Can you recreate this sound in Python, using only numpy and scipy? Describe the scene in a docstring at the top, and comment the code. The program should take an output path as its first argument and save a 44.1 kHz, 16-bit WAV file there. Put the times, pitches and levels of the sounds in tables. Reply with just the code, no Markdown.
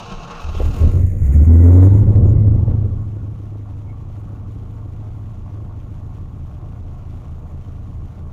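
"""Inside a car, at the driver's seat, a cold V8 is started: the starter grinds, the first cylinders fire
unevenly, the engine flares with a hissing intake and settles into a loping fast idle.
One crankshaft phase times the firings: sines and resonated pulses form the exhaust boom, swelling noise
the rasp and intake hiss. Resonated noise forms starter, pulleys, knocks, buzzes and whistles; clicks drive
the valves. The boom's crests are pressed flat, with part of the mechanical sound riding on them."""
import sys
import numpy as np
from scipy import signal
from scipy.fft import rfft, irfft
from scipy.io import wavfile
from scipy.ndimage import uniform_filter1d, map_coordinates

SR = 44100
rng = np.random.default_rng(int(sys.argv[2]) if len(sys.argv) > 2 else 0)


def put_to_file(sound):
    """Save the sound as 16-bit audio at rate SR, in the file named by the first command-line argument."""
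    columns = np.atleast_2d(sound).T  # one column per channel
    safe = np.clip(columns, -1, 1)
    whole_steps = np.round(safe * 32767)
    wavfile.write(sys.argv[1], SR, whole_steps.astype(np.int16))


N = 366912
TIME = np.arange(N) / SR  # s

# crankshaft speed, from cranking through catch and flare to a hunting fast idle: time_s, speed_rpm
CRANK_SPEED = [(0.0, 120), (0.45, 179), (0.79, 671), (1.27, 977), (1.5, 1223), (1.76, 1341), (2.0, 1580),
               (2.88, 1583), (3.24, 1540), (3.86, 1536), (4.8, 1599), (5.31, 1559), (6.01, 1603),
               (6.62, 1663), (6.81, 1581), (7.17, 1635), (8.32, 1664)]
# engine effort as exhaust pressure, from cranking to idle: time_s, level_db
EXHAUST_EFFORT = [(0, -32.5), (.1, -32.5), (.34, -43.5), (.46, -32), (.62, -15), (.84, -11.5), (1.1, -18.5),
                  (1.27, -14), (1.42, -7.5), (1.8, -8), (2.2, -7.5), (2.55, -11), (2.73, -14), (3.1, -23.5),
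                  (3.3, -24), (3.42, -28), (4.6, -27), (8.32, -28)]
# evenness of firing, as the firing note over the effort: time_s, level_db
FIRING_EVENNESS = [(1.18, -37), (1.27, 3), (1.34, -3.5), (1.42, 5), (1.85, 6.5), (1.96, 1), (2.17, -4),
                   (2.85, -1.5), (5.9, -3.5), (6.3, -10.5)]
# relative strength of each cylinder in firing order: strength (no unit)
CYLINDER_STRENGTHS = [1.45, 1.67, 0.87, 1.41, 1.48, 1.09, 0.95, 1.43]
# surges of firings in the exhaust pipe: middle_s, length_s, pitch_hz, level_db
FIRING_SURGES = [(0.482, 0.081, 75.4, -24), (0.658, 0.099, 74.6, -16), (.85, 0.1, 79, -9.5),
                 (0.975, 0.09, 85.57, -9.5), (1.062, 0.054, 88.74, -16), (1.141, 0.097, 87.9, -15),
                 (1.21, 0.027, 76.7, -23), (2.699, .05, 107.8, -12.5), (2.849, 0.033, 105, -19),
                 (7.976, 0.081, 83, -26.5)]
# short gaps in boom and rasp from misfires of the cold engine: middle_s, lost_share
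COLD_MISFIRES = [(0.724, 0.41), (.918, 0.53), (1.092, 0.5), (1.455, 0.72), (1.905, 0.48), (2.056, 0.36),
                 (2.126, .55), (2.655, 0.36)]
# hard firings, at the catch and on the way down from the flare: start_s, level_db (before body and gain)
HARD_FIRINGS = [(.545, -25), (.599, -12), (.612, -20), (.676, -34), (.818, -18), (.834, -23), (2.68, -22),
                (2.712, -20.5), (2.84, -26)]
# ticks of shaken dashboard trim: start_s, level_db (before resonance)
TRIM_TICKS = [(1.979, -37.5), (2.034, -35.5), (2.1545, -33.5), (2.1572, -33), (2.385, -48.5), (2.701, -39)]
# buzzes, whistles and whines, brief or drawn out: middle_s, pitch_hz, width_hz, half_length_s, level_db
NARROW_BANDS = [(0.334, 1100, 530, 0.052, -38), (0.57, 3220, 500, 0.024, -47.5), (1.7, 1990, 150, .25, -57),
                (1.678, 1415, 168, 0.32, -54), (1.824, 3610, 1098, .11, -61.5),
                (1.951, 882, 220, 0.21, -46), (2.291, 6840, 395, 0.02, -61), (2.377, 2050, 149, 0.13, -64),
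                (2.666, 873, 150, .085, -50.5), (3.9, 2220, 120, 0.017, -57)]

# resonances, levels relative within each body: pitch_hz, width_hz, level_db
PIPE_AND_CABIN_MODES = [(65, 29, -14), (81.82, 26.9, 3.5), (99.55, 27.7, -3), (130.85, 16.3, -2.5),
                        (161.2, 14, -11), (221, 31, -14), (264.4, 75, -19)]
BODY_MOUNT_MODES = [(28.5, 15, 0.5), (41.7, 12, -3.5)]  # body on its mounts: pitch_hz, width_hz, level_db
STARTER_HOUSING_MODES = [(455, 50, 14), (700, 110, -1), (852, 31, 4.5), (1076, 42, 10), (1340, 41, 0.5),
                         (2660, 760, -5), (3150, 87, -25), (3880, 170, -19.5), (4480, 17, -17)]  # housing and flywheel: pitch_hz, width_hz, level_db
STARTER_MOTOR_MODES = [(48, 29, -2.5), (135, 78, -4.5), (160.4, 13, 5)]  # starter motor: pitch_hz, width_hz, level_db
ENGINE_BLOCK_MODES = [(459.4, 49, 7), (599, 75, 1), (720, 36, 3), (896, 24, -1.5), (970, 17, -1.5),
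                      (1084, 18, -3), (1310, 16, -5), (1452, 48, -9.5)]  # block and brackets: pitch_hz, width_hz, level_db

# noise spectra, relative densities: frequency_hz, density_db (per Hz)
GEAR_SPECTRUM = [(450, 9), (750, 10.5), (1000, 9.5), (1300, 10.5), (1900, -6.5), (2700, -4), (3800, -4),
                 (5000, -8), (6500, -6.5), (7700, -24), (8500, -20), (9500, -32.5), (15000, -35.5)]  # starter teeth: frequency_hz, density_db
RASP_SPECTRUM = [(100, -17), (170, 11.5), (260, 11), (380, 2.5), (460, 5), (600, -6.5), (800, -18),
                 (1300, -28), (3000, -60.5)]  # exhaust turbulence: frequency_hz, density_db
CLATTER_SPECTRUM = [(350, -13.5), (650, 4.5), (850, 2.5), (1000, 3), (1100, 4), (1350, -4), (1700, -15.5),
                    (2500, -30.5), (4000, -33), (8000, -49)]  # rubbing pulleys: frequency_hz, density_db
INTAKE_SPECTRUM = [(1200, -21.5), (1700, 11), (2050, 16), (2500, 6.5), (3200, -9), (5600, -10), (6400, 5.5),
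                   (6950, 13), (7600, -3), (8500, 5.5), (9200, -4), (10200, 3.5), (11800, -1.5), (14500, 2)]  # intake air: frequency_hz, density_db
VALVE_SPECTRUM = [(900, -15), (1600, 2), (2300, 2.5), (3200, 0.5), (4000, -4.5), (4900, -8), (6000, -5.5),
                  (6900, -8), (7700, -13), (15000, -18)]  # tappets: frequency_hz, density_db

IDLE_DB = -28  # the effort to which the layers' base levels refer
WEAKEST_S = 2.127  # the weakest cylinder fires here, and every two turns before and after
NOTE_WAVER_DB, LOPE_DB = 1.0, -0.75
# layers that follow the engine: base level (dB), dB per dB of effort, dB per dB of speed
SHUDDER_DB, SHUDDER_FOLLOWS, SHUDDER_WITH_SPEED = -33, 0.84, -.3  # mounts rock more at low speed
RASP_DB, RASP_FOLLOWS, RASP_WITH_SPEED = -47.5, 1.174, 0.53
CLATTER_DB, CLATTER_FOLLOWS, CLATTER_WITH_SPEED = -51.5, 0.12, .4
# the rasp grows ever faster with effort above idle; some groups of firings bark louder
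RASP_FULL_DB, RASP_BEND, RASP_LUMPS_DB = 19.5, 0.34, 1.55
# the intake draws air from the catch to the top of the flare, then closes to its idle opening
INTAKE_OPEN_S, INTAKE_CLOSE_S, INTAKE_OPEN_DB, INTAKE_IDLE_DB = 0.62, 1.804, -51.5, -74
INTAKE_RISE_DB_PER_S, INTAKE_FALL_DB_PER_S = 66, 37.5
# the engine hesitates once before the flare; clatter and hiss duck
HESITATE_S, HESITATE_HALF_S, HESITATE_CLATTER_DB, HESITATE_HISS_DB = 1.144, .105, -7.5, -5
SURGE_LIFT = 0.34  # share of a surge that adds to the effort
MISFIRE_HALF_S = 0.015
# starter: eases as the load comes off, varies with each compression, then is released and runs out
STARTER_DB, STARTER_EASE_DB_PER_S, COMPRESSION_DB = -43.5, 6, 2
RELEASE_S, RUN_OUT_DB_PER_S = .87, 88
# overload: a fixed ceiling, which sinks with the effort as the engine settles
TOP_DB, HEADROOM_DB, SETTLE_S, SETTLE_TAKES_S = -4, 2.8, 2.4, .7
FLATTENED = 0.66  # share of rasp, clatter and starter that the boom's crests flatten
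CUTOFF_HZ = 15500


def from_db(db):
    """Decibels to amplitude ratio."""
    return 10 ** (np.asarray(db) / 20)


def to_db(gain):
    """Amplitude ratio to decibels."""
    return 20 * np.log10(gain + 1e-9)


def rms_one(x):
    """Power normalisation: scale to rms 1."""
    return x / np.sqrt(np.mean(x ** 2) + 1e-20)


def evened(x, span_s):
    """Short-term power normalisation: bring the local rms to 1 over each short span."""
    size = max(int(span_s * SR), 2)
    power = uniform_filter1d(uniform_filter1d(x ** 2, size), size)
    return x / np.sqrt(np.abs(power) + 1e-14)


def in_time(rows):
    """Linear interpolation of each column of a curve at every sample."""
    s, *columns = np.transpose(rows)
    return [np.interp(TIME, s, c) for c in columns]


def plateau(middle_s, half_s):
    """Smooth window: 1 around the middle, one half at half_s, falling towards 0."""
    return 1 / (1 + ((TIME - middle_s) / half_s) ** 8)


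def noise():
    """White noise: equal mean power at all frequencies."""
    return rng.standard_normal(N)


def drift(rate):
    """Slow random modulation with rms 1, through `rate` random knots per second."""
    knots = rng.standard_normal(400)
    coarse = map_coordinates(knots, [TIME[::40] * rate], order=3, mode="mirror")
    return rms_one(coarse).repeat(40)[:N]


def coloured(x, spectrum):
    """Spectral shaping: weight each frequency by a spectrum, with a bass skirt; rms 1."""
    hz, db = np.transpose(spectrum)
    bins = np.arange(N // 2 + 1) * SR / N + 1
    skirt = 1 / np.sqrt(1 + (hz[0] / bins / 2) ** 4)
    weight = from_db(np.interp(np.log(bins), np.log(hz), db))
    return rms_one(irfft(rfft(x) * skirt * weight, N))


def resonate(x, hz, width_hz):
    """Damped resonance: a two-pole filter with unit peak gain."""
    r = np.exp(-np.pi * width_hz / SR)
    zeros = np.array([1, 0, -1]) * (1 - r * r) / 2
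    poles = [1, -2 * r * np.cos(2 * np.pi * hz / SR), r * r]
    return signal.lfilter(zeros, poles, x + 1e-18)


def ringing(x, modes):
    """Modal superposition: sum a body's resonances, each doubled for steep skirts; rms 1."""
    return rms_one(sum(from_db(db) * resonate(resonate(x, hz, width), hz, width) for hz, width, db in modes))


def fade(clicks, decay_s):
    """Exponential decay: every click jumps up and dies away."""
    return signal.lfilter([1], [1, -np.exp(-1 / (decay_s * SR))], clicks + 1e-18)


def bursts(events, decay_s):
    """Impulsive excitation: decaying noise at each event."""
    clicks = np.zeros(N)
    for s, db in events:
        clicks[round(s * SR)] = from_db(db)
    return fade(clicks, decay_s) * noise()


def strokes(turns, pattern, scatter):
    """Phase-locked impulses: four clicks a crankshaft turn, of patterned and random strength."""
    number = np.floor(turns * 4).astype(int)
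    at = np.flatnonzero(np.diff(number))
    chance = rng.standard_normal(2000)
    clicks = np.zeros(N)
    clicks[at] = np.take(pattern, number[at], mode="wrap") + scatter * chance[:len(at)]
    return clicks


def puffs(turns, spectrum, decay_s, steady, scatter):
    """Pulsed turbulence: noise swells at every firing over a steady flow; local rms 1."""
    swell = fade(strokes(turns, CYLINDER_STRENGTHS, scatter), decay_s)
    return evened(coloured((steady + swell) * noise(), spectrum), span_s=0.027)


def narrow_bands():
    """Band-filtered noise: narrow bands swell and fade at set times, like buzzing trim or whistling air."""
    source, out = noise(), np.zeros(N)
    for s, hz, width, half, db in NARROW_BANDS:
        near = np.flatnonzero(np.abs(TIME - s) < .5)
        band = rms_one(resonate(resonate(source[near], hz, width), hz, width))
        swell = np.exp(-((TIME[near] - s) / half) ** 2 / 2)
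        out[near] += from_db(db) * swell * band
    return out


def knocks():
    """Impulse response: hard firings thud through the body, and loose trim ticks."""
    thuds = resonate(bursts(HARD_FIRINGS, decay_s=0.012), 445, 160)
    ticks = resonate(resonate(bursts(TRIM_TICKS, decay_s=0.0017), 1200, 2200), 1200, 2200)
    return from_db(14.5) * resonate(thuds, 340, 310) + ticks


def valves(turns, rpm):
    """Repeated impact: tappets tick with the crankshaft, louder with speed; some click harder."""
    taps = fade(strokes(turns + 0.11, CYLINDER_STRENGTHS, scatter=0.33), decay_s=.002)
    # the fourth power leaves only the rare strong strokes
    hard = fade(strokes(turns + .1, [0], scatter=.39) ** 4, decay_s=.0007)
    flicker = from_db(1.2 * drift(20) + 0.8 * np.sin(2 * np.pi * turns))
    ticking = coloured((1.1 + taps + np.minimum(hard, 3)) * noise(), VALVE_SPECTRUM)
    return from_db(-64.5) * rpm / rpm.max() * flicker * ticking


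def machinery(turns):
    """Friction-driven resonance: belt-driven pulleys rub and ring the block and brackets; rms 1."""
    pulley = np.cos(np.pi * 2.46 * turns) ** 8  # 2.46 rubs a crankshaft turn
    rub = noise() * (1 + 1.0 * pulley + 0.079 * np.sin(2 * np.pi * turns))
    return rms_one(coloured(rub, CLATTER_SPECTRUM) + from_db(-7.0) * ringing(rub, ENGINE_BLOCK_MODES))


def clatter(turns, load_db, speed_db, hesitation):
    """Load-dependent radiation: machinery noise rises with effort and speed and ducks once."""
    level_db = CLATTER_DB + CLATTER_FOLLOWS * load_db + CLATTER_WITH_SPEED * speed_db
    level_db = level_db + HESITATE_CLATTER_DB * hesitation
    return from_db(level_db + 1.2 * drift(16)) * machinery(turns)


def starter(turns):
    """Forced vibration: grinding pinion teeth ring the housing; the motor growls below."""
    compression = np.cos(8 * np.pi * turns)
    run_out_db = RUN_OUT_DB_PER_S * np.clip(TIME - RELEASE_S, 0, 1)
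    level_db = STARTER_DB - STARTER_EASE_DB_PER_S * TIME + COMPRESSION_DB * compression - run_out_db
    teeth = noise() * from_db(2.0 * drift(90))
    grind = from_db(7.5) * coloured(teeth, GEAR_SPECTRUM)
    housing = from_db(1.0) * ringing(teeth, STARTER_HOUSING_MODES)
    growl = from_db(6.5) * ringing(noise(), STARTER_MOTOR_MODES)
    return from_db(level_db) * (grind + housing + growl)


def intake_level():
    """Throttled flow: the hiss level rises at the catch, holds in the flare and falls to idle."""
    before_db = INTAKE_RISE_DB_PER_S * np.maximum(INTAKE_OPEN_S - TIME, 0)
    after_db = INTAKE_FALL_DB_PER_S * np.maximum(TIME - INTAKE_CLOSE_S, 0)
    return np.maximum(INTAKE_OPEN_DB - (before_db + after_db), INTAKE_IDLE_DB)


def intake(turns, hesitation):
    """Flow noise: indrawn air hisses in puffs with the firings and ducks at the hesitation."""
    level_db = intake_level() + HESITATE_HISS_DB * hesitation + 2.4 * drift(26)
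    return from_db(level_db) * puffs(turns, INTAKE_SPECTRUM, decay_s=0.0059, steady=1.1, scatter=0.81)


def rasp(turns, load_db, speed_db):
    """Jet turbulence: exhaust noise grows faster than the effort and barks unevenly."""
    turbulence_db = RASP_FULL_DB * np.clip(load_db / RASP_FULL_DB, 0, 2) ** (1 + RASP_BEND)
    level_db = RASP_DB + RASP_FOLLOWS * turbulence_db + RASP_WITH_SPEED * speed_db
    barks = puffs(turns, RASP_SPECTRUM, decay_s=0.0089, steady=0.89, scatter=0.46)
    return from_db(level_db + RASP_LUMPS_DB * drift(9.3)) * barks


def misfires():
    """Amplitude gating: the gain is 1 but for a brief dip at each misfire."""
    gaps = [1 - np.clip(lost, 0, 1) * plateau(s, MISFIRE_HALF_S) for s, lost in COLD_MISFIRES]
    return np.prod(gaps, axis=0)


def catching():
    """Pipe resonance: each surge of firings sounds its own wavering pitch; returns sound and strength."""
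    clock = np.cumsum(1 + 0.026 * drift(25)) / SR
    swells = [(hz, from_db(db) * plateau(s, length / 2)) for s, length, hz, db in FIRING_SURGES]
    sound = np.sqrt(2) * sum(swell * np.sin(2 * np.pi * hz * clock) for hz, swell in swells)
    return sound, sum(swell for _, swell in swells)


def blowdown(turns, opening, scatter):
    """Pulse duration: departures from the mean firing last a fixed crank angle, so low speed is duller."""
    number, part = np.divmod(turns * 4, 1)
    number = number.astype(int)
    chance = rng.standard_normal(2000)
    departure = np.take(CYLINDER_STRENGTHS, number, mode="wrap") - np.mean(CYLINDER_STRENGTHS)
    strength = departure + scatter * chance[number]
    return strength * np.sin(np.pi * np.minimum(part / opening, 1)) ** 2


def boom(turns, effort_db, speed_db):
    """Periodicity: what firings share is a steady note; their differences excite lope and body shudder."""
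    even_db, = in_time(FIRING_EVENNESS)
    note_db = effort_db + even_db
    lope_db = effort_db - to_db(np.hypot(1, from_db(even_db)))  # even firing leaves little lope
    shudder_db = SHUDDER_DB + SHUDDER_FOLLOWS * (lope_db - IDLE_DB) + SHUDDER_WITH_SPEED * speed_db
    phase = 8 * np.pi * turns  # four firings a turn
    note = np.sqrt(2) * (np.sin(phase) + from_db(-20.5) * np.sin(2 * phase))
    uneven = blowdown(turns, opening=0.36, scatter=0.47) + from_db(-8.0) * noise()
    running = np.clip(np.gradient(turns) * SR / 18, .5, 1)  # slow, dull pulses shake the cabin less
    shaken = evened(ringing(uneven, PIPE_AND_CABIN_MODES), span_s=0.13)
    lope = running * from_db(lope_db + LOPE_DB) * shaken
    both = from_db(note_db + NOTE_WAVER_DB * drift(11)) * note + lope
    # the boom sags a little once a turn, and deeply at the weakest cylinder
    crank = turns - np.interp(WEAKEST_S, TIME, turns)
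    weakest = np.cos(np.pi * crank / 2) ** 8
    turn_sag = .11 - .28 * np.cos(2 * np.pi * crank + .5 * drift(9))
    sag = turn_sag - .36 * weakest * (1 + .25 * drift(8))
    unsteady = np.clip(from_db(lope_db - note_db + 2.5), 0, 1)  # a strong even note hardly sags
    shudder = from_db(shudder_db) * evened(ringing(uneven, BODY_MOUNT_MODES), span_s=0.16)
    return both * (1 + unsteady * sag) + shudder


def cabin(x, wet_db, t60):
    """Reverberation: dense reflections between glass and panels decay exponentially."""
    size = SR // 4
    tail = rng.standard_normal(size) * from_db(-60 * TIME[:size] / t60)
    reflected = signal.fftconvolve(x, tail / np.linalg.norm(tail))[:N]
    wet = from_db(wet_db)
    return (x + wet * reflected) / np.hypot(1, wet)


def overload(x, ceiling_db):
    """Saturation: crests beyond the ceiling are pressed flat, with a rounded knee."""
    top = from_db(ceiling_db)
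    return x / (1 + np.abs(x / top) ** 8) ** (1 / 8)


def scene():
    """Superposition: speed and effort drive the engine layers, and boom crests partly flatten the rest."""
    rpm, = in_time(CRANK_SPEED)
    turns = np.cumsum(rpm * (1 + .004 * drift(14))) / (60 * SR)
    surges, surge_strength = catching()
    effort_db = to_db(from_db(in_time(EXHAUST_EFFORT)[0]) + SURGE_LIFT * surge_strength)
    load_db, speed_db = effort_db - IDLE_DB, to_db(rpm / np.median(rpm))
    hesitation = plateau(HESITATE_S, HESITATE_HALF_S)
    settled = np.clip((TIME - SETTLE_S) / SETTLE_TAKES_S, 0, 1)
    ceiling_db = TOP_DB + settled * np.minimum(effort_db + HEADROOM_DB - TOP_DB, 0)

    background = narrow_bands() + knocks() + valves(turns, rpm) + intake(turns, hesitation)
    gaps = misfires()
    mechanical = clatter(turns, load_db, speed_db, hesitation) + starter(turns)
    inside = cabin(gaps * rasp(turns, load_db, speed_db) + mechanical, wet_db=-7.0, t60=0.24)
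    share = np.clip(FLATTENED, 0, 1)
    pressure = gaps * boom(turns, effort_db, speed_db) + surges + share * inside
    return (background + overload(pressure, ceiling_db) + (1 - share) * inside)[None]


def record(dry):
    """Band limitation: a steep low-pass filter removes the top."""
    return signal.sosfilt(signal.ellip(12, .1, 90, CUTOFF_HZ, fs=SR, output="sos"), dry)


dry = scene()
out = record(dry)
put_to_file(out)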